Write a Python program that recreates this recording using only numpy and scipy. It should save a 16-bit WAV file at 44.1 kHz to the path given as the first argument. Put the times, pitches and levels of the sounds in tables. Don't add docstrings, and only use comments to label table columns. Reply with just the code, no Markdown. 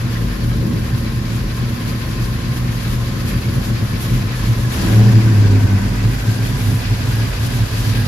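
import sys
import numpy as np
from scipy import signal
from scipy.fft import rfft, irfft, next_fast_len
from scipy.io import wavfile
from scipy.ndimage import uniform_filter1d

SR = 44100
rng = np.random.default_rng(int(sys.argv[2]) if len(sys.argv) > 2 else 0)


def dump_mix(stems):
    frames = np.atleast_2d(stems).T
    limited = np.clip(frames, -1, 1)
    pcm = np.round(limited * 32767).astype(np.int16)
    wavfile.write(sys.argv[1], SR, pcm)


N = 355887
SIZE = next_fast_len(N, True)
BIN_HZ = np.maximum(np.arange(SIZE // 2 + 1) * SR / SIZE, 1)


# time in seconds, firings per second, unevenness of the burns in dB,
# nearness to the engine bay 0-1.
CRANK = [(0, 73.4, 4, 0), (1.8, 75.8, 8, 0.03), (2.3, 61.5, 6, 0), (4.65, 66.6, 6.5, 0.07),
         (4.92, 105.6, 2, 0.27), (5.2, 111, 4, 0.33), (5.5, 100, 1.5, 0.37), (5.8, 99, 4, 0.48),
         (6.1, 81.4, 5.5, 0.67), (6.4, 69, 6, 0.73), (7.2, 61.2, 5.5, 0.76), (8.07, 64, 7, 0.93)]
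# time in seconds, drone between thumps in dB, bark in dB, thrum in dB.
LOAD = [(0.0, -19.5, -24, -36), (0.5, -38, -26, -25), (0.74, -20, -18, -29), (0.9, -23.5, -23.5, -26.5),
        (2.0, -24, -26, -29.5), (3.4, -23.5, -23, -24.5), (4.2, -20.5, -24, -32), (4.7, -24, -26.5, -27),
        (4.8, -25.5, -19.5, -24), (4.98, -7.5, -18, -24), (5.2, -10.5, -20.5, -29.69),
        (5.55, -12.5, -20, -30), (5.8, -21, -28.5, -41), (6.2, -20.5, -21.5, -41), (6.9, -21, -27, -32),
        (7.4, -25.5, -27, -27.5), (8.07, -20.5, -23, -34)]
# top in seconds, length in seconds, drone in dB.
THUMPS = [(0.067, 0.2, -30), (0.231, 0.28, -24.5), (0.48, 0.24, -18), (0.616, 0.18, -21.5),
          (0.762, 0.08, -32), (0.942, 0.054, -18), (1.177, 0.063, -23), (1.354, 0.11, -25),
          (1.621, 0.096, -23), (1.708, 0.31, -32), (1.877, 0.038, -27), (1.944, 0.057, -26.1),
          (2.091, 0.039, -31), (2.219, 0.11, -22), (2.321, 0.2, -32), (2.496, 0.11, -22),
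          (2.669, 0.28, -27), (2.869, 0.056, -24), (2.999, 0.29, -28.5), (3.253, 0.042, -23),
          (3.375, 0.096, -20.5), (3.48, 0.077, -19), (3.571, 0.06, -17), (3.719, 0.12, -22.1),
          (3.831, 0.073, -21), (3.939, 0.031, -22), (4.143, 0.11, -19), (4.252, 0.091, -31),
          (4.508, 0.12, -14.5), (4.596, 0.11, -22), (4.663, 0.096, -19), (4.94, 0.073, -30),
          (5.0, 0.05, -23), (5.075, 0.069, -20), (5.165, 0.11, -15), (5.275, 0.07, -27),
          (5.335, 0.045, -35), (5.395, 0.081, -17), (5.455, 0.051, -17), (5.545, 0.13, -18),
          (5.647, 0.07, -12.5), (5.747, 0.13, -15), (5.861, 0.052, -17), (6.066, 0.12, -15.5),
          (6.294, 0.09, -16.5), (6.44, 0.16, -25), (6.514, 0.065, -21), (6.706, 0.19, -14),
          (6.919, 0.091, -17), (7.092, 0.29, -21), (7.227, 0.15, -19), (7.446, 0.21, -21),
          (7.554, 0.076, -20), (7.62, 0.078, -15.5), (7.769, 0.19, -26), (7.892, 0.084, -17),
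          (7.989, 0.21, -22.5)]
# top in seconds, length in seconds, drone change in dB,
# bark change in dB.
MISFIRES = [(0.357, 0.13, -3, -1), (0.81, 0.074, -1, -4), (0.879, 0.086, 0, -3), (1.47, 0.045, -7, 2.5),
            (1.785, 0.11, -6, 4), (2.055, 0.036, -10, -5), (2.169, 0.073, -8, 2), (2.256, 0.044, -11, 0),
            (2.424, .06, -2, 0.5), (2.546, 0.088, -3, -1), (2.805, .08, -2, -2.5), (2.999, 0.18, 0.5, -3),
            (3.32, .09, -9, -1), (3.421, 0.095, -11, -5.5), (3.648, 0.062, -5, -7), (3.881, .08, -4, -3),
            (3.992, 0.058, -5, -2), (4.37, 0.11, -1.5, -5), (4.558, 0.038, -9, -1), (4.69, .08, 1, 2.5),
            (5.126, 0.045, -3, -3), (5.222, .07, -6, -1.5), (5.413, 0.11, 0.5, -2),
            (5.482, 0.068, -1, -3.5), (5.676, 0.035, -10, -1), (5.829, 0.072, -1, 2), (6.196, .2, -4.5, -6),
            (6.48, 0.05, -6.5, -4), (6.713, 0.038, -13, 0.5), (6.835, 0.13, -4, -0.5), (6.97, .07, -4, -3),
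            (7.354, 0.17, -3, -5), (7.522, 0.044, -7, 7), (7.691, 0.083, -10, -8)]
# top in seconds, length in seconds, boom in dB.
LOPES = [(0.24, 0.3, -24), (0.55, 0.59, -27), (1.053, 0.18, -34), (1.437, 0.087, -25), (1.878, 0.18, -37),
         (2.249, 0.27, -30), (2.915, 0.11, -21), (3.32, 0.13, -24), (3.674, 0.32, -25), (4.163, 0.35, -23),
         (4.503, 0.35, -23), (4.887, 0.26, -22), (5.48, 0.14, -25), (5.91, 0.47, -29), (6.125, 0.27, -22),
         (6.533, 0.22, -30), (6.697, 0.25, -31), (6.976, 0.56, -28), (7.306, 0.45, -32), (7.596, 0.19, -32),
         (7.8, 0.16, -23), (7.95, 0.16, -28)]
THUMP_BARK_DB = -17.5
LOPE_BARK_DB, LOPE_THRUM_DB, THRUM_LATE_S = 2, 3, 0.34


def exhaust():
    per_s, uneven_db, near = in_time(CRANK)
    drone_db, bark_db, thrum_db = in_time(LOAD)
    pulses = firings(per_s, uneven_db, jitter_s_per_db=0.0004087)
    thumps = swells(THUMPS)
    drone_holes = from_db(lifts([(s, length_s, db) for s, length_s, db, _ in MISFIRES]))
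    bark_holes = from_db(lifts([(s, length_s, db) for s, length_s, _, db in MISFIRES]))

    lope = [(s, length_s, 0) for s, length_s, _ in LOPES]
    bark_gain = from_db(bark_db + LOPE_BARK_DB * (swells(lope) - 1.5))
    bark_gain = (bark_gain + from_db(THUMP_BARK_DB) * thumps) * bark_holes
    thrum_db = thrum_db + LOPE_THRUM_DB * (swells(lope, late_s=THRUM_LATE_S) - .5)

    out = drone_holes * drone(pulses, per_s, near, from_db(drone_db), thumps)
    out = out + bark_gain * bark(pulses, near)
    out = out + throat(pulses, near, bark_gain)
    out = out + boom(pulses, near)
    out = out + from_db(thrum_db) * thrum(pulses, near)
    return out + bark_holes * overtones(thumps)


CYLINDER_DB = [1.5, -3, 2, -4.5, 0, 2.6, 0, 2]


def firings(per_s, uneven_db, jitter_s_per_db):
    at = np.flatnonzero(np.diff(np.floor(np.cumsum(per_s) / SR)))
    chance = rng.standard_normal((1000, 3))[:len(at)]
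    late = chance[:, 0] * jitter_s_per_db * uneven_db[at] * SR
    where = np.clip(at + late.astype(int), 0, N - 1)
    chance_db = uneven_db[at] * np.minimum(chance[:, 1], .8)
    pulses = np.full((2, N), 1e-18)
    pulses[0, where] = from_db(np.resize(CYLINDER_DB, len(at)) + chance_db)
    pulses[1, where] = chance[:, 2]
    return pulses / np.sqrt(np.mean(pulses ** 2, axis=1, keepdims=True))


WIDEN = 1.52


def ringing(pulses, modes, near, sustain):
    out = 0
    for k, (hz, width_hz, *levels_db) in enumerate(modes):
        once = resonance(pulses, hz, WIDEN * width_hz)
        rung = evened(resonance(once, hz, WIDEN * width_hz), 0.18, sustain)
        out = out + (-1) ** k * from_db(by_standpoint(near, levels_db)) * rung
    return out


# centre in Hz, nominal width in Hz, dB by the door, dB halfway, dB by the bay.
DRONE = [(100.2, 12.6, -4, -3.5, 2.7), (112.5, 12.5, 3.5, 8.5, 5.7), (117.1, 13.8, 5.5, 1, 6.5),
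         (127.9, 8.8, -3.5, -2.5, 0.5)]
# time in seconds, pitch in Hz.
THUMP_PITCH = [(0.0, 112.6), (0.06, 118.3), (0.31, 110.8), (0.54, 120), (0.99, 110.6), (1.1, 120.8),
               (1.24, 109.8), (1.73, 125), (1.84, 106.5), (1.91, 124), (2.02, 126.6), (2.11, 113.2),
               (2.54, 128), (2.79, 112.1), (2.85, 118.6), (3.42, 118), (3.89, 108.9), (4.11, 121.9),
               (4.32, 108.3), (4.65, 118.9), (4.77, 106.3), (4.87, 105.2), (4.92, 111.9), (5.29, 112.1),
               (5.35, 105.8), (5.42, 106.8), (5.5, 100.9), (5.66, 100.9), (5.69, 98.4), (5.82, 98.5),
               (5.86, 104), (6.03, 104.1), (6.08, 109.9), (6.25, 117.2), (6.31, 108.2), (6.49, 116.7),
               (6.63, 104.7), (6.79, 103.6), (7.06, 115.4), (7.28, 102.2), (7.42, 116.8), (7.66, 111.2),
               (7.78, 127.4), (7.87, 107.9), (8.07, 118.5)]
THUMP_CLEAR, DRONE_CLEAR, THUMP_WAVER_HZ = 0.81, 0.25, 1.537
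BLIP_CLEAR = 0.68


def drone(pulses, per_s, near, steady, thumps):
    blip = BLIP_CLEAR * np.clip((per_s - 85) / 20, 0, 1)
    rough_gain = (1 - blip) * (steady + (1 - THUMP_CLEAR) * thumps)
    clear_gain = (DRONE_CLEAR + blip / 2) * steady + THUMP_CLEAR * thumps
    rung = rough_gain * ringing(pulses, DRONE, near, sustain=0.91) / 2
    rung = rung + clear_gain * clear_ring(THUMP_PITCH, THUMP_WAVER_HZ)
    level = steady + thumps
    return level * evened(rung / level, 0.0604, 0.92)


# centre in Hz, nominal width in Hz, dB by the door, dB halfway, dB by the bay.
BARK = [(144.4, 5.5, -6.5, -4, -9), (171, 14.7, 1, -3.5, -9), (185, 12.6, -13, 0, -7),
        (196.8, 9.5, -2, -7, -4.5), (210.8, 13.4, -4, -7.5, -18), (236.4, 6.9, 0, -5.5, -1),
        (263, 21.4, -8, -1, -7), (304.7, 9.8, -10.5, -12.5, -20), (320.5, 10.8, -10, -7.5, -19.5),
        (346.6, 7.7, -11.5, -11, -19.5), (395.5, 46, -11, -7.5, -13)]


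def bark(pulses, near):
    return evened(ringing(pulses, BARK, near, sustain=0.41), 0.051, 0.48)


# centre in Hz, nominal width in Hz, dB by the door, dB halfway, dB by the bay.
THROAT = [(439.4, 37, 6, 1, 3), (552.3, 26, 5, -4, -16), (680, 92, -9, 5, -17), (807, 174, -9.5, 3, 5.5)]
# top in seconds, length in seconds, lift in dB.
ROARS = [(.63, 0.12, 0), (3.56, 0.13, 9), (4.5, 0.13, 4), (4.86, 0.22, 2.5), (5.04, 0.37, 7.5),
         (5.72, .1, 6)]


def throat(pulses, near, bark_gain):
    load = uniform_filter1d(bark_gain, int(.25 * SR))
    gain = from_db(-12 + lifts(ROARS)) * load ** 1.254
    return gain * evened(ringing(pulses, THROAT, near, sustain=0.14), 0.011, 0.38)


# centre in Hz, nominal width in Hz, dB by the door, dB halfway,
# dB by the bay.
BOOM = [(45.44, 3.3, 1, 8, 1)]
# time in seconds, pitch in Hz.
BOOM_PITCH = [(0.0, 46.2), (1.01, 48.4), (1.32, 41.0), (1.57, 45.8), (2.18, 42.4), (2.29, 47.0),
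              (2.63, 41.8), (2.81, 46.9), (4.54, 43.7), (4.72, 41.0), (4.96, 49.8), (7.12, 45.0),
              (7.26, 41.0), (7.4, 45.5), (7.93, 46.3), (8.07, 51.8)]
# top in seconds, length in seconds, change in dB.
BOOM_GAPS = [(1.8, .14, -4), (3.46, 0.17, -16), (4.01, .15, -2), (4.68, .2, -5), (5.3, .4, -2),
             (6.04, 0.097, 1), (6.78, 0.083, 3), (7.5, 0.095, 1), (7.87, 0.082, -10)]
BOOM_REST_DB, BOOM_CLEAR, BOOM_WAVER_HZ = -29, 0.57, 1.29


def boom(pulses, near):
    rung = (1 - BOOM_CLEAR) * ringing(pulses, BOOM, near, sustain=1.0)
    rung = rung + BOOM_CLEAR * clear_ring(BOOM_PITCH, BOOM_WAVER_HZ)
    gain = from_db(lifts(BOOM_GAPS)) * (from_db(BOOM_REST_DB) + swells(LOPES))
    return resonance(gain * evened(rung, 0.14, 0.7), 36.0, 30)


# centre in Hz, nominal width in Hz, dB by the door, dB halfway, dB by the bay.
THRUM = [(34.3, 5, -13, -8, -15), (69.5, 3.5, -10, -4, -5), (80.2, 8.2, -8.5, -4.5, -7)]


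def thrum(pulses, near):
    return evened(ringing(pulses, THRUM, near, sustain=.3), 0.14, 0.76)


# start in seconds, end in seconds, start pitch in Hz,
# end pitch in Hz, start level in dB, end level in dB.
OVERTONES = [(4.78, 4.89, 198.2, 197, -23, -25), (4.9, 5.131, 198.8, 198, -22, -17),
             (5.14, 5.412, 199.4, 197, -22, -23), (5.47, 5.6, 197.6, 202, -19, -25),
             (5.65, 5.984, 197.2, 197.4, -25, -29), (4.8, 4.972, 320, 328, -27, -33),
             (4.847, 5.224, 402, 400, -36, -38), (5.097, 5.397, 243, 238.2, -24.5, -30.5),
             (5.146, 5.377, 325, 340, -29.5, -35), (5.401, 5.623, 400, 399, -33.5, -34),
             (5.4, 5.78, 268, 250.3, -28, -31.5), (5.8, 5.917, 241, 240, -28.5, -30)]
OVERTONE_THUMP_DB = 6.5


def overtones(thumps):
    return from_db(OVERTONE_THUMP_DB * np.sqrt(thumps)) * sum(overtone(*row) for row in OVERTONES)


OVERTONE_WAVER_HZ, OVERTONE_FLUTTER_DB = 2.014, 0.5


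def overtone(start_s, end_s, start_hz, end_hz, start_db, end_db):
    at = np.arange(int(start_s * SR), int(end_s * SR))
    t = at / SR
    ends_s = [start_s, end_s]
    fade = np.clip(np.minimum(t - start_s, end_s - t) / 0.033, 0, 1)
    level_db = np.interp(t, ends_s, [start_db, end_db]) + OVERTONE_FLUTTER_DB * drift(6.2)[at]
    hz = np.interp(t, ends_s, [start_hz, end_hz]) + OVERTONE_WAVER_HZ * drift(2.75)[at]
    out = np.zeros((2, N))
    out[0, at] = fade * from_db(level_db) * np.sqrt(2) * np.sin(2 * np.pi * np.cumsum(hz) / SR)
    return out


def clear_ring(pitch, waver_hz):
    turns = np.cumsum(in_time(pitch)[0] + waver_hz * drift(5.08)) / SR
    return np.sqrt(2) * np.array([np.sin(2 * np.pi * turns), -0.4 * np.cos(2 * np.pi * turns)])


# time in seconds, carburettor hiss between gulps in dB (before the hiss's final lift),
# rush in dB.
BAY = [(0.0, -46, -34.5), (0.7, -47.5, -36.5), (2.0, -46, -35.5), (3.4, -45, -35), (4.3, -45, -33.5),
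       (4.69, -42.5, -34), (4.72, -38.5, -31), (4.96, -37.5, -29), (5.2, -41.5, -30.5), (5.8, -43.5, -33),
       (6.3, -43, -33.5), (7.4, -42, -32), (8.07, -42.5, -33.5)]
# top in seconds, length in seconds, hiss in dB (before the final lift).
GULPS = [(0.125, 0.083, -56), (0.3, 0.059, -71), (0.87, 0.1, -58), (0.99, 0.1, -57), (1.334, 0.15, -49),
         (1.572, 0.091, -57), (1.7, 0.074, -69), (1.889, 0.12, -52), (2.1, 0.14, -58), (3.1, 0.11, -55),
         (3.02, 0.058, -60), (3.2, 0.06, -54), (3.9, 0.077, -66), (3.55, 0.067, -57), (4.6, 0.062, -56),
         (2.234, 0.08, -55), (2.573, 0.061, -49), (2.738, 0.069, -52), (2.83, 0.071, -52),
         (2.914, 0.13, -48), (3.289, 0.097, -47), (3.462, 0.043, -58), (3.657, 0.11, -48),
         (4.035, 0.12, -46), (4.13, 0.21, -49), (4.38, 0.13, -50), (4.481, 0.18, -50), (4.73, 0.053, -50),
         (4.819, 0.047, -54), (6.294, 0.18, -52), (6.458, 0.13, -52), (6.648, 0.38, -56), (7.112, 0.1, -55),
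         (7.45, 0.098, -48), (7.56, 0.14, -51), (7.817, 0.24, -47.5)]
GULP_RISE = 0.46
GULP_RUSH_DB, GULP_FROM_HZ = -5, 2900


def rush():
    noise = rush_noise()
    level = from_db(in_time(BAY)[1])
    bright = signal.lfilter(*signal.butter(1, GULP_FROM_HZ, "high", fs=SR), noise)
    gulps = from_db(GULP_RUSH_DB) * swells(GULPS, rise=GULP_RISE)
    beat = (from_db(1.7 * cam_beat(4.2)) - 1) * level
    return level * noise + (gulps + beat) * bright


# frequency in Hz, relative density in dB per Hz.
RUSH = [(350, -6.5), (500, -3), (850, -11), (1020, -7), (1360, -9.5), (1660, -7.5), (2060, -10.5),
        (2900, -16), (3700, -17.5), (4800, -17), (6000, -21.5), (8000, -44)]
# centre in Hz, width in Hz, lift in dB by the door, halfway, by the bay.
RUSH_MODES = [(1640, 160, -1, 1.5, -0.5), (1350, 40, -4, -3, -1), (2500, 470, 1, 3.5, 0.5),
              (3570, 2000, 0.5, -6.5, 7.5), (4690, 400, 2.5, 2.5, 2), (1100, 31, 3.5, 2, -4),
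              (1290, 55, 3.5, -1, 1), (1467, 40, 3, 3, 0.5), (1643, 39, 0.5, 3, 0), (1780, 71, 4, -1, 2.5),
              (1897, 71, -1, -7, -8), (1930, 60, 1.5, 6, 4), (2140, 67, 0, 0, -6), (2300, 65, 2, -2, 0),
              (2590, 160, 2.5, 1, 2.5), (3130, 130, 1.5, 0.5, 1.5), (3670, 230, -6, -11, -1),
              (3960, 160, 3, -3, 0), (4160, 100, -1, -2, -2), (4930, 110, -1.5, 0.5, 4.5)]
# time in seconds, lower centre in Hz,
# its lift in dB, upper centre in Hz, its lift in dB.
SLIDING = [(0, 1045, 7.5, 1600, 7), (2.3, 1042, 10, 1600, 3.5), (4.2, 1049, 7, 1690, 4),
           (4.6, 1021, 9, 1700, 3.5), (5.2, 976, 7, 1550, 3.5), (5.7, 953, 12, 1524, 9.5),
           (6.2, 1010, 1, 1545, 5), (6.6, 995, 7, 1630, 4), (7.2, 1000, 5, 1640, 3.5),
           (8.07, 988.5, 7.5, 1630, 10)]
# top in seconds, length in seconds, change in dB.
PANEL_RINGS = [(4.37, .16, 9), (4.62, .25, 7), (5.35, 0.31, 3), (6.3, 0.33, 9), (7.3, .3, -1)]
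SLIDING_WIDTH_HZ, VALVE_DB = 24.5, -20


def rush_noise():
    near = in_time(CRANK)[2]
    unsteady = [drift(15.5) for _ in range(5)]
    noise = air_noise(RUSH) * (1 + from_db(VALVE_DB) * valve_gate())
    for k, (hz, width_hz, *levels_db) in enumerate(RUSH_MODES):
        lift_db = by_standpoint(near, levels_db) + 1.86 * unsteady[k % 5]
        noise = noise + (from_db(lift_db) - 1) * resonance(noise, hz, width_hz)
    low_hz, low_db, high_hz, high_db = in_time(SLIDING)
    for hz, lift_db in (low_hz, low_db), (high_hz, high_db + lifts(PANEL_RINGS)):
        gain = from_db(lift_db + .5 * drift(14)) - 1
        noise = noise + gain * sliding(noise, hz, SLIDING_WIDTH_HZ)
    return rms_one(noise)


VALVE_TICK_S = 0.0045


def valve_gate():
    per_s, uneven_db, _ = in_time(CRANK)
    r = np.exp(-1 / (VALVE_TICK_S * SR))
    pulses = firings(per_s, uneven_db, jitter_s_per_db=0.00054)[0]
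    return rms_one(signal.lfilter([1], [1, -r], pulses))


SLIDING_STEADY = 0.31


def sliding(x, hz, width_hz):
    turn = np.exp(2j * np.pi * np.cumsum(hz) / SR)
    r = np.exp(-np.pi * width_hz / SR)
    rung = 2 * np.real(signal.lfilter([1 - r], [1, -r], x / turn) * turn)
    return np.std(rung) * evened(rung, 0.088, SLIDING_STEADY)


def cam_beat(sharpness):
    turns = np.cumsum(in_time(CRANK)[0]) / SR / 8 + .3 * drift(1.5)
    return (.5 + .5 * np.cos(2 * np.pi * turns)) ** sharpness


# centre in Hz, width in Hz, lift in dB by the door, halfway, by the bay.
WHISTLE = (8440, 390, 0.97, 6.6, 8)
# time in seconds, level in dB.
TOP_HISS = [(0, 0), (.7, 1), (2.2, 0), (4, 0), (4.9, -1), (5.2, -3), (5.7, -2.5), (6.2, -2), (6.5, -1),
            (7.6, -1), (8.07, 1)]
TOP_SPLIT_HZ, TOP_GULP_DB = 9100, 1.5
HISS_LIFT_DB = 7.5


def hiss():
    ports = hiss_ports()
    bands = [ports * (BIN_HZ < TOP_SPLIT_HZ), ports * (BIN_HZ >= TOP_SPLIT_HZ)]
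    low, top = irfft(bands, SIZE)[..., :N]
    whistle_hz, width_hz, *levels_db = WHISTLE
    whistle_db = by_standpoint(in_time(CRANK)[2], levels_db)
    low = low + (from_db(whistle_db) - 1) * resonance(low, whistle_hz, width_hz)

    steady = from_db(in_time(BAY)[0])
    gulps = swells(GULPS, rise=GULP_RISE)
    flutter = drift(49)
    low = (steady + gulps) * from_db(0.55 * flutter) * low
    top_gain = steady * from_db(in_time(TOP_HISS)[0]) + from_db(TOP_GULP_DB) * gulps
    top = top_gain * from_db(0.84 * flutter + 1.1 * drift(6)) * top
    return from_db(HISS_LIFT_DB + 0.75 * cam_beat(3.2)) * (low + top)


# frequency in Hz, relative density at one port in dB per Hz.
HISS = [(1500, -4), (2500, -3.5), (3600, -2), (4800, -6.5), (5800, -7), (7000, -6.5), (7800, -8),
        (8700, -13), (10000, -5.5), (11000, -8), (12800, -10.5), (14000, -9.5), (15700, -16.5)]
# frequency in Hz, share of the hiss common to both 0-1.
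LIKENESS = [(2000, 0.08), (7000, 0.12), (8300, 1), (9300, 0.24), (10800, 0.82), (11500, 1), (12600, .97),
            (13400, .68), (14300, 0.7), (15000, 1)]
PORT_LAG_S, IN_STEP_HZ = .000152, 11800


def hiss_ports():
    left, other = rfft(air_noise(HISS), SIZE)
    alike = at_hz(LIKENESS, BIN_HZ)
    lead = np.exp(2j * np.pi * (BIN_HZ - IN_STEP_HZ) * PORT_LAG_S)
    right = alike * left * lead + np.sqrt(1 - alike ** 2) * other
    tilt = from_db(at_hz(TILT, BIN_HZ) / 2)
    return np.array([left * tilt, right / tilt])


def air_noise(spectrum):
    white = rfft(rng.standard_normal((2, SIZE)))
    return rms_one(irfft(white * from_db(at_hz(spectrum, BIN_HZ)), SIZE)[:, :N])


def drift(rate_hz):
    r = np.exp(-80 * np.pi * rate_hz / SR)
    slow = signal.lfilter([1], [1, -2 * r, r * r], rng.standard_normal(N // 40 + 2002))[2000:]
    return np.interp(np.arange(N) / 40, np.arange(len(slow)), rms_one(slow))


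def from_db(db):
    return np.exp(np.asarray(db) * (np.log(10) / 20))


def swells(rows, late_s=0, rise=.5, unit=from_db):
    out = np.zeros(N)
    for s, length_s, level_db in rows:
        share = np.arange(int(length_s * SR)) / (length_s * SR)
        at = (share * length_s * SR + (s + late_s - rise * length_s) * SR).astype(int)
        inside = (at >= 0) & (at < N)
        shape = np.sin(np.pi * np.interp(share, [0, rise, 1], [0, .5, 1])) ** 2
        out[at[inside]] += unit(level_db) * shape[inside]
    return out


def lifts(rows):
    return swells(rows, unit=float)


def resonance(x, hz, width_hz):
    r = np.exp(-np.pi * width_hz / SR)
    poles = [1, -2 * r * np.cos(2 * np.pi * hz / SR), r * r]
    return signal.lfilter([(1 - r * r) / 2, 0, (r * r - 1) / 2], poles, x)


def evened(x, seconds, share):
    power = uniform_filter1d(x[:, ::16] ** 2, int(seconds * SR / 16))
    mean = np.mean(power, axis=1, keepdims=True)
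    gain = (power / mean + 0.0044) ** (-share / 2) / np.sqrt(mean)
    return x * [np.interp(np.arange(N) / 16, np.arange(len(g)), g) for g in gain]


def by_standpoint(near, levels_db):
    return np.interp(near, [0, .5, 1], levels_db)


def rms_one(x):
    return x / np.sqrt(np.mean(x ** 2) + 1e-20)


def in_time(rows):
    s, *columns = np.transpose(rows)
    return [np.interp(np.arange(N) / SR, s, c) for c in columns]


def at_hz(points, hz):
    points = np.array(points)
    return np.interp(np.log(hz), np.log(points[:, 0]), points[:, 1])


# frequency in Hz, gain of the side in dB.
WIDTH = [(40, -28), (100, -21.5), (170, -16), (300, -8.5), (500, -2), (1000, -1.8), (4000, 0)]
# frequency in Hz, left minus right in dB.
TILT = [(60, .35), (260, .3), (400, 2), (600, 1.8), (1100, .6), (1650, -.3), (2400, .3), (3400, 4.3),
        (5000, 6.3), (7200, 1.5), (10400, -1), (15000, 0)]
# frequency in Hz, lead of the right in radians.
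RIGHT_LEADS = [(50, .05), (110, .1), (220, .25), (450, .15), (800, -.5), (1200, -.4), (1600, 0)]


def to_stereo(mid_side):
    mid, side = rfft(mid_side, SIZE)
    side = side * from_db(at_hz(WIDTH, BIN_HZ))
    tilt = from_db(at_hz(TILT, BIN_HZ) / 2) * np.exp(-.5j * at_hz(RIGHT_LEADS, BIN_HZ))
    return irfft(np.array([(mid + side) * tilt, (mid - side) / tilt]), SIZE)[:, :N]


PAN_BY_BAY_DB = -1.5


def scene():
    lean = from_db(PAN_BY_BAY_DB * in_time(CRANK)[2] * [[.5], [-.5]])
    return lean * to_stereo(exhaust() + rush()) + hiss()


CUTOFF_HZ = 15740


def record(dry):
    x = signal.sosfilt(signal.butter(4, 31, "high", fs=SR, output="sos"), dry)
    steep = signal.ellip(14, .5, 70, CUTOFF_HZ, fs=SR, output="sos")
    return signal.sosfilt(steep, 1.215 * np.tanh(x / 1.059))


dry = scene()
out = record(dry)
dump_mix(out)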